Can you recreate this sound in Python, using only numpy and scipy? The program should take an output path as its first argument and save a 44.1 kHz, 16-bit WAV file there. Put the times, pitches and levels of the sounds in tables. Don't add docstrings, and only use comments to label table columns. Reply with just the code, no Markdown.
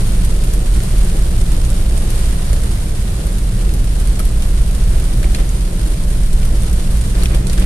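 import sys
import numpy as np
from scipy import signal
from scipy.fft import rfft, irfft, next_fast_len
from scipy.io import wavfile
from scipy.ndimage import uniform_filter1d

SR = 44100
rng = np.random.default_rng(int(sys.argv[2]) if len(sys.argv) > 2 else 0)


def linear_from_db(decibels):
    return 10 ** (np.asarray(decibels, float) / 20)


def inscribe(sig):
    pcm = np.round(np.clip(np.atleast_2d(sig).T, -1, 1) * 32767)
    wavfile.write(sys.argv[1], SR, pcm.astype(np.int16))


N = 337615
WHEEL_HZ, SHAFT_HZ, FIRING_HZ = 4.545, 20.22, 57.75
HALVES = np.array([[.5], [-.5]])

# time in seconds, speed as a factor on cruising.
ROAD_SPEED = [(0.0, 1.0002), (0.7, 0.999), (1.39, 0.9996), (2.09, 1.0004), (2.79, 0.9971), (3.48, 0.9896),
              (4.18, 0.9841), (4.87, 0.9886), (5.57, 0.9975), (6.27, 1.0105), (6.96, 1.0282),
              (7.66, 1.0454)]
# time in seconds, first shaft order in dB, second order in dB, engine load in dB.
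DRIVE_LEVELS = [(0, -12.5, -22, 3), (.63, -16.5, -14, 0), (1.27, -13, -17, 3), (1.9, -14.5, -19.5, 1),
                (2.5, -15.5, -20, -3), (3.2, -24, -24.5, -3.5), (3.8, -18.5, -15.5, -3),
                (4.4, -15.5, -20.5, -5), (5.1, -14, -14, 1), (5.7, -23, -16.5, -17), (6.3, -12, -16.5, -1),
                (7, -17.5, -35, 1.5), (7.66, -17, -13.5, 7)]
# multiple of the firing rate, rms level in dB, share of the load change.
ENGINE_ORDERS = [(1, -26, -.2), (1.25, -43, .3), (1.5, -47, .3), (1.75, -43, .3), (2, -30, .4),
                 (2.25, -47, .3), (2.75, -45, .4), (3, -39, 2.1), (4, -52, 1.1)]
# frequency in Hz, rms level of one order in dB.
TYRE_BOOM = [(9, -46), (13.6, -31), (20, -39), (27, -31), (32, -24), (38, -30), (45, -28), (55, -25),
             (60, -43), (80, -47), (97, -39), (125, -46), (180, -49), (215, -53)]
# frequency in Hz, density in dB per Hz.
ROAD_ROAR = [(5, -54), (14, -17), (32, 1.5), (55, -3.5), (64, -5), (85, -13.5), (120, -8.5), (150, -17),
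             (178, -14.5), (212, -17), (255, -26), (325, -27), (640, -31.5), (1000, -51), (4000, -110)]
# frequency in Hz, correlation.
CABIN_LIKENESS = [(60, 1), (130, 1), (290, 0.89), (630, 0.27), (1370, -0.0), (2990, 0.85), (6540, 0.0),
                  (14300, 0.01)]
# frequency in Hz, density in dB per Hz.
ROOF_PANEL = [(130, 1.5), (220, -5.5), (330, 3), (470, -3.5), (650, -6.5), (800, -11), (1500, -51),
              (5000, -90)]
# start in seconds, length in seconds, level in dB.
SHED_LOADS = [
    (5.231, 0.025, -38),
    (5.374, 0.033, -35),
    (7.139, 0.1, -37),
    (7.296, .04, -33.5),
    (7.374, 0.12, -40.5),
    (7.56, .12, -35),
]
# start in seconds, peak in dB, pitch in Hz, t60 in seconds,
# left-right difference in dB.
GLASS_TOKS = [(4.201, -20.5, 1310, 0.035, -8), (5.347, -18, 4300, 0.016, 4), (4.7, -27, 2600, 0.0083, -3),
              (5.4, -20, 500, 0.068, 6), (5.243, -19, 2250, 0.011, -2), (5.492, -23, 6600, .008, -3),
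              (7.2575, -18, 3500, .01, -6), (7.373, -26, 5000, .005, -4), (7.526, -26, 8200, 0.0052, -2),
              (7.2575, -15.5, 2500, 0.012, -3), (7.2575, -20, 5700, .006, 0), (7.513, -43, 5000, .008, -8),
              (7.226, -20, 4100, .01, 3), (7.29, -32, 4500, .008, 0)]
# start in seconds, peak in dB, left-right difference in dB.
SMALL_DRIPS = [(0.2476, -17, 0), (0.4437, -20, 1), (0.4833, -25, -5.5), (0.7604, -20, -8), (0.9, -27, -3.5),
               (0.9807, -19, -5), (1.274, -27, -0.5), (1.411, -23, -7), (1.5174, -19.5, -5),
               (1.6484, -24, -1), (1.701, -18.5, -6), (2.1916, -19, -3.5), (2.634, -20, -1),
               (2.7154, -27, -18), (3.023, -24, -13), (3.2514, -31, -4.0), (3.3273, -24, -4.0),
               (3.383, -20, 0), (3.8414, -22, -2.5), (3.999, -20, -3.0), (4.4214, -21, 1),
               (4.6778, -24, -2.0), (4.7102, -22, 5), (5.0399, -19, -1), (5.1734, -25, 11),
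               (5.8754, -22, -4.0), (6.4504, -21, 3), (6.6326, -20, 0), (6.9102, -21, -2.0),
               (7.0105, -19.5, -4.5)]
# start in seconds, peak in dB, knock in Hz, left-right difference in dB.
ROOF_KNOCKS = [(0.7496, -28, 1630, 6), (0.8026, -25, 1620, -3), (1.8746, -49, 2210, -21),
               (3.691, -24, 1880, -3), (4.199, -28, 2150, -4), (4.252, -42, 1650, -4),
               (4.4214, -27, 2950, -6), (4.574, -28, 1810, 1.5), (5.229, -22, 1870, -3),
               (5.347, -17.5, 2680, -4), (5.3991, -25, 2010, -5), (5.5174, -39, 2750, 2),
               (5.7934, -29, 4330, 1.0), (6.032, -38, 1640, -0.5), (6.273, -32, 3810, 0.5),
               (6.43, -26, 2130, -4), (6.6089, -34, 1710, -0.5), (7.1514, -24, 1610, 0.5),
               (7.2328, -22, 1620, -6), (7.2565, -23, 2660, 3), (7.346, -22, 3220, 0.5),
               (7.4687, -32, 4020, -4), (7.4972, -19.5, 4170, -1), (7.531, -24, 2510, 1),
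               (7.5772, -20, 1650, -3), (7.6248, -23.5, 2640, -6)]
# start in seconds, peak in dB, knock in Hz, left-right difference in dB.
GLASS_DRIPS = [(0.4369, -18, 2060, 0), (0.5355, -17.5, 1780, 2), (0.834, -19, 1870, 5),
               (1.0462, -18.5, 1790, -6.0), (1.9754, -16.5, 4080, -8), (2.1031, -15, 2800, 3),
               (2.5301, -14.5, 2060, -8), (3.267, -20.5, 1880, -3.5), (3.7374, -18, 2150, -2.5),
               (4.0723, -21, 2050, -5.5), (4.1927, -15, 2160, 2), (4.2515, -18, 3030, -1.5),
               (4.7486, -18.5, 3480, -6), (4.998, -21, 2020, -2), (5.2295, -20, 1830, -4.5),
               (5.3485, -21, 4190, -5.5), (5.4909, -23, 1910, -4.0), (6.1045, -23, 1750, -8),
               (6.33, -19, 3450, -5), (6.6207, -19, 2080, -6), (6.7288, -18.5, 4820, 2),
               (6.9703, -23, 1780, 4), (7.0973, -21, 1890, -6), (7.2334, -16, 2030, 2),
               (7.2569, -39, 2660, 2), (7.3462, -17, 1860, -1.0), (7.469, -16.5, 4340, -10),
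               (7.4959, -25, 4170, -12), (7.5303, -15.5, 2510, -7), (7.5961, -14, 3080, -8)]
# time in seconds, level in dB.
RAIN_LEVEL = [(0, -33), (.25, -35), (1, -34.5), (2.1, -34.5), (2.77, -35.5), (3.2, -36.5), (3.84, -36.5),
              (4.25, -35.5), (4.45, -36), (5.3, -35.5), (5.55, -36), (6.5, -36.5), (6.75, -34.5),
              (7.2, -35.5), (7.35, -35.5), (7.44, -41), (7.52, -35.5), (7.63, -36)]
# frequency in Hz, density in dB per Hz.
SPLASH_SPECTRUM = [(300, -7), (600, -4), (1000, 2), (1600, 2.5), (2500, -2.5), (3800, -2.5), (6000, -9),
                   (8000, -13), (11000, -13), (13000, -17), (15000, -10)]
# frequency in Hz, gain in dB.
NEAR_TONE = [(700, 5), (1400, -4), (2500, 1), (8000, 3), (14000, -7.5)]
# frequency in Hz, left-right difference in dB.
PORT_LEAN = [(30, -0.9), (65, -2), (120, 0.9), (300, 1), (500, 2.5), (800, 2), (1200, 1), (2600, -0.5),
             (6000, 0), (9000, -1), (11000, 4), (14000, -6.5)]
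# resonance in Hz, width in Hz.
PORT_CAVITIES = [(11600, 2400), (9060, 1160)]


def evened(x):
    return x / np.sqrt(np.mean(x ** 2) + 1e-20)


def read(points, hz):
    f, value = np.transpose(points)
    return np.interp(np.log(hz + 1), np.log(f + 1), value)


def curves(rows):
    s, *columns = np.transpose(rows)
    return [np.interp(np.arange(N) / SR, s, c) for c in columns]


def coloured(x, points):
    size = next_fast_len(x.shape[-1])
    gain = linear_from_db(read(points, np.fft.rfftfreq(size, 1 / SR)))
    return irfft(rfft(x, size) * gain, size)[..., :x.shape[-1]]


def band(x, lo_hz, hi_hz):
    sos = signal.butter(2, [lo_hz, hi_hz], "band", fs=SR, output="sos")
    y = signal.sosfilt(sos, x)
    return y / abs(y).max(-1, keepdims=True)


def pair(points):
    size = next_fast_len(N)
    hz = np.fft.rfftfreq(size, 1 / SR)
    a, b = rfft(rng.standard_normal((2, size)))
    same = np.clip(read(CABIN_LIKENESS, hz), -1, 1)
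    right = same * a + np.sqrt(1 - same ** 2) * b
    return evened(irfft(np.array([a, right]) * linear_from_db(read(points, hz)), size)[:, :N])


def gusts(seconds):
    size = max(round(seconds * SR), 2)
    smooth = uniform_filter1d(rng.standard_normal(N), size)
    return evened(uniform_filter1d(smooth, size))


def road():
    return linear_from_db(-19.5) * pair(ROAD_ROAR)


def drivetrain():
    step = 20
    turns = 2 * np.pi * np.cumsum(curves(ROAD_SPEED)[0])[::step] / SR
    first_db, second_db, load_db = (c[::step] for c in curves(DRIVE_LEVELS))
    hum = linear_from_db(first_db) * np.sin(SHAFT_HZ * turns)
    hum += linear_from_db(second_db) * np.sin(2 * SHAFT_HZ * turns + 1)
    hum += linear_from_db(-41) * np.sin(3 * SHAFT_HZ * turns) + linear_from_db(-44) * np.sin(4 * SHAFT_HZ * turns)
    for order, db, share in ENGINE_ORDERS:
        phase = 2 * np.pi * rng.random()
        hum += linear_from_db(db + share * load_db) * np.sin(order * FIRING_HZ * turns + phase)
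    order = np.arange(2, 49)[:, None]
    for slip in (.997, 1.004):
        size_db = read(TYRE_BOOM, order * WHEEL_HZ) - 3 + 4.78 * rng.standard_normal(order.shape)
        phase = 2 * np.pi * rng.random(order.shape)
        hum += (linear_from_db(size_db) * np.sin(order * WHEEL_HZ * slip * turns + phase)).sum(0)
    return np.sqrt(2) * signal.resample_poly(hum, step, 1, padtype="line")[:N]


def patter(per_s, spread_db, t60, count):
    struck = rng.random(N) < per_s / SR
    size = linear_from_db(spread_db * np.minimum(rng.exponential(1, N), 4)) * struck
    patch = rng.integers(0, count, N)
    t, out = np.arange(2000) / SR, np.zeros((2, N))
    for k in range(count):
        path = rng.standard_normal((2, len(t))) * linear_from_db(-60 * t / t60) * np.minimum(t / (0.11 * t60), 1)
        out += signal.oaconvolve((size * (patch == k))[None], path, axes=1)[:, :N]
    return evened(out)


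def shed():
    t = np.arange(N) / SR
    load = np.zeros(N)
    for s, length, db in SHED_LOADS:
        rise = np.clip((t - s) / 0.016, 0, 1)
        fall_db = 300 * np.maximum(t - s - length, 0)
        load += rise * linear_from_db(db - fall_db)
    splats = evened(band(patter(360, 2.4, 0.063, count=3), 620, 2650))
    return load * (splats + linear_from_db(7) * pair(ROOF_PANEL))


def toks():
    t, out = np.arange(3000) / SR, np.zeros((2, N + 3000))
    for s, db, hz, t60, pan_db in GLASS_TOKS:
        ring = np.sin(2 * np.pi * (hz * t + rng.random((2, 1))))
        ring *= linear_from_db(-60 * t / t60) * np.minimum(t / 0.00023, 1)
        out[:, round(s * SR):][:, :len(t)] += linear_from_db(db + HALVES * pan_db) * ring
    return out[:, :N]


def drips(rows, tick_db, knock_db, thud_db):
    t, out = np.arange(3000) / SR, np.zeros((2, N + 3000))
    for s, db, hz, pan_db in rows:
        tick, knock = rng.standard_normal((2, 2, len(t)))
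        spray = 0.079 * linear_from_db(-60 * t / 0.097)
        tick = tick * np.minimum(t / 0.0014, 1) ** 2 * (linear_from_db(-60 * t / 0.0049) + spray)
        tick = band(tick, 2300, 11000)
        knock = knock * np.minimum(t / 0.0017, 1) * (linear_from_db(-60 * t / 0.0065) + 0.17 * linear_from_db(-60 * t / 0.082))
        knock = 0.42 * band(knock, 0.78 * hz, 1.23 * hz) + band(knock, 1220, 4900)
        thud = np.sin(2 * np.pi * rng.uniform(263, 638) * t) * linear_from_db(-60 * t / 0.058)
        drip = linear_from_db(tick_db) * tick + linear_from_db(knock_db) * knock + linear_from_db(thud_db) * thud
        side = linear_from_db(HALVES * (pan_db + 3.5))
        out[:, round(s * SR):][:, :len(t)] += linear_from_db(db) * side * drip
    return out[:, :N]


def spits():
    s, db, pan_db = np.transpose(SMALL_DRIPS)
    knock_hz = 1700 * 2.5 ** rng.random(len(s)) ** 2
    return drips(np.transpose([s, db, knock_hz, pan_db]), tick_db=-7.5, knock_db=-13, thud_db=-18)


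def rain():
    rain_db = curves(RAIN_LEVEL)[0]
    panel_db = -34.5 + 0.95 * (rain_db - rain_db.mean()) + 2 * gusts(0.042)
    sheet = linear_from_db(0.53 * gusts(0.09) + .6 * gusts(0.058) + 0.54 * gusts(0.0079))
    ticks = 0.58 * patter(900 * sheet, 1.2, 0.0053, count=7)
    ticks += .5 * patter(200, 2.45, 0.034, count=5)
    far = 0.89 * sheet * rng.standard_normal((2, N))
    splash = evened(coloured(coloured(ticks, NEAR_TONE) + far, SPLASH_SPECTRUM))
    return linear_from_db(rain_db + 0.11) * splash + linear_from_db(panel_db) * pair(ROOF_PANEL)


def scene():
    car = drivetrain() + road()
    glass = drips(GLASS_DRIPS, tick_db=-7, knock_db=-14, thud_db=-13.5)
    roof = drips(ROOF_KNOCKS, tick_db=-23, knock_db=0, thud_db=-5)
    closing = np.minimum((N - np.arange(N)) / (.012 * SR), 1)
    return (car + glass + roof + toks() + spits() + rain()) * closing + shed()


def low_pass(x):
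    return signal.sosfilt(signal.butter(12, 14890, fs=SR, output="sos"), x)


def record(dry):
    size = next_fast_len(N + 2000)
    f = np.fft.rfftfreq(size, 1 / SR)
    ports = np.array([1 / (1 - (f / hz) ** 2 + 1j * f * width / hz ** 2) for hz, width in PORT_CAVITIES])
    ports *= linear_from_db(HALVES * read(PORT_LEAN, f))
    edge_hz = 14230
    ports *= np.where(f < edge_hz, 1, linear_from_db(-17 - (f - edge_hz) / 30))
    heard = irfft(rfft(dry, size) * ports, size)[:, :N]
    bass = uniform_filter1d(heard, 100)
    heard /= (1 + (bass / .82) ** 6) ** (1 / 6)
    return low_pass(heard)


dry = scene()
out = record(dry)
inscribe(out)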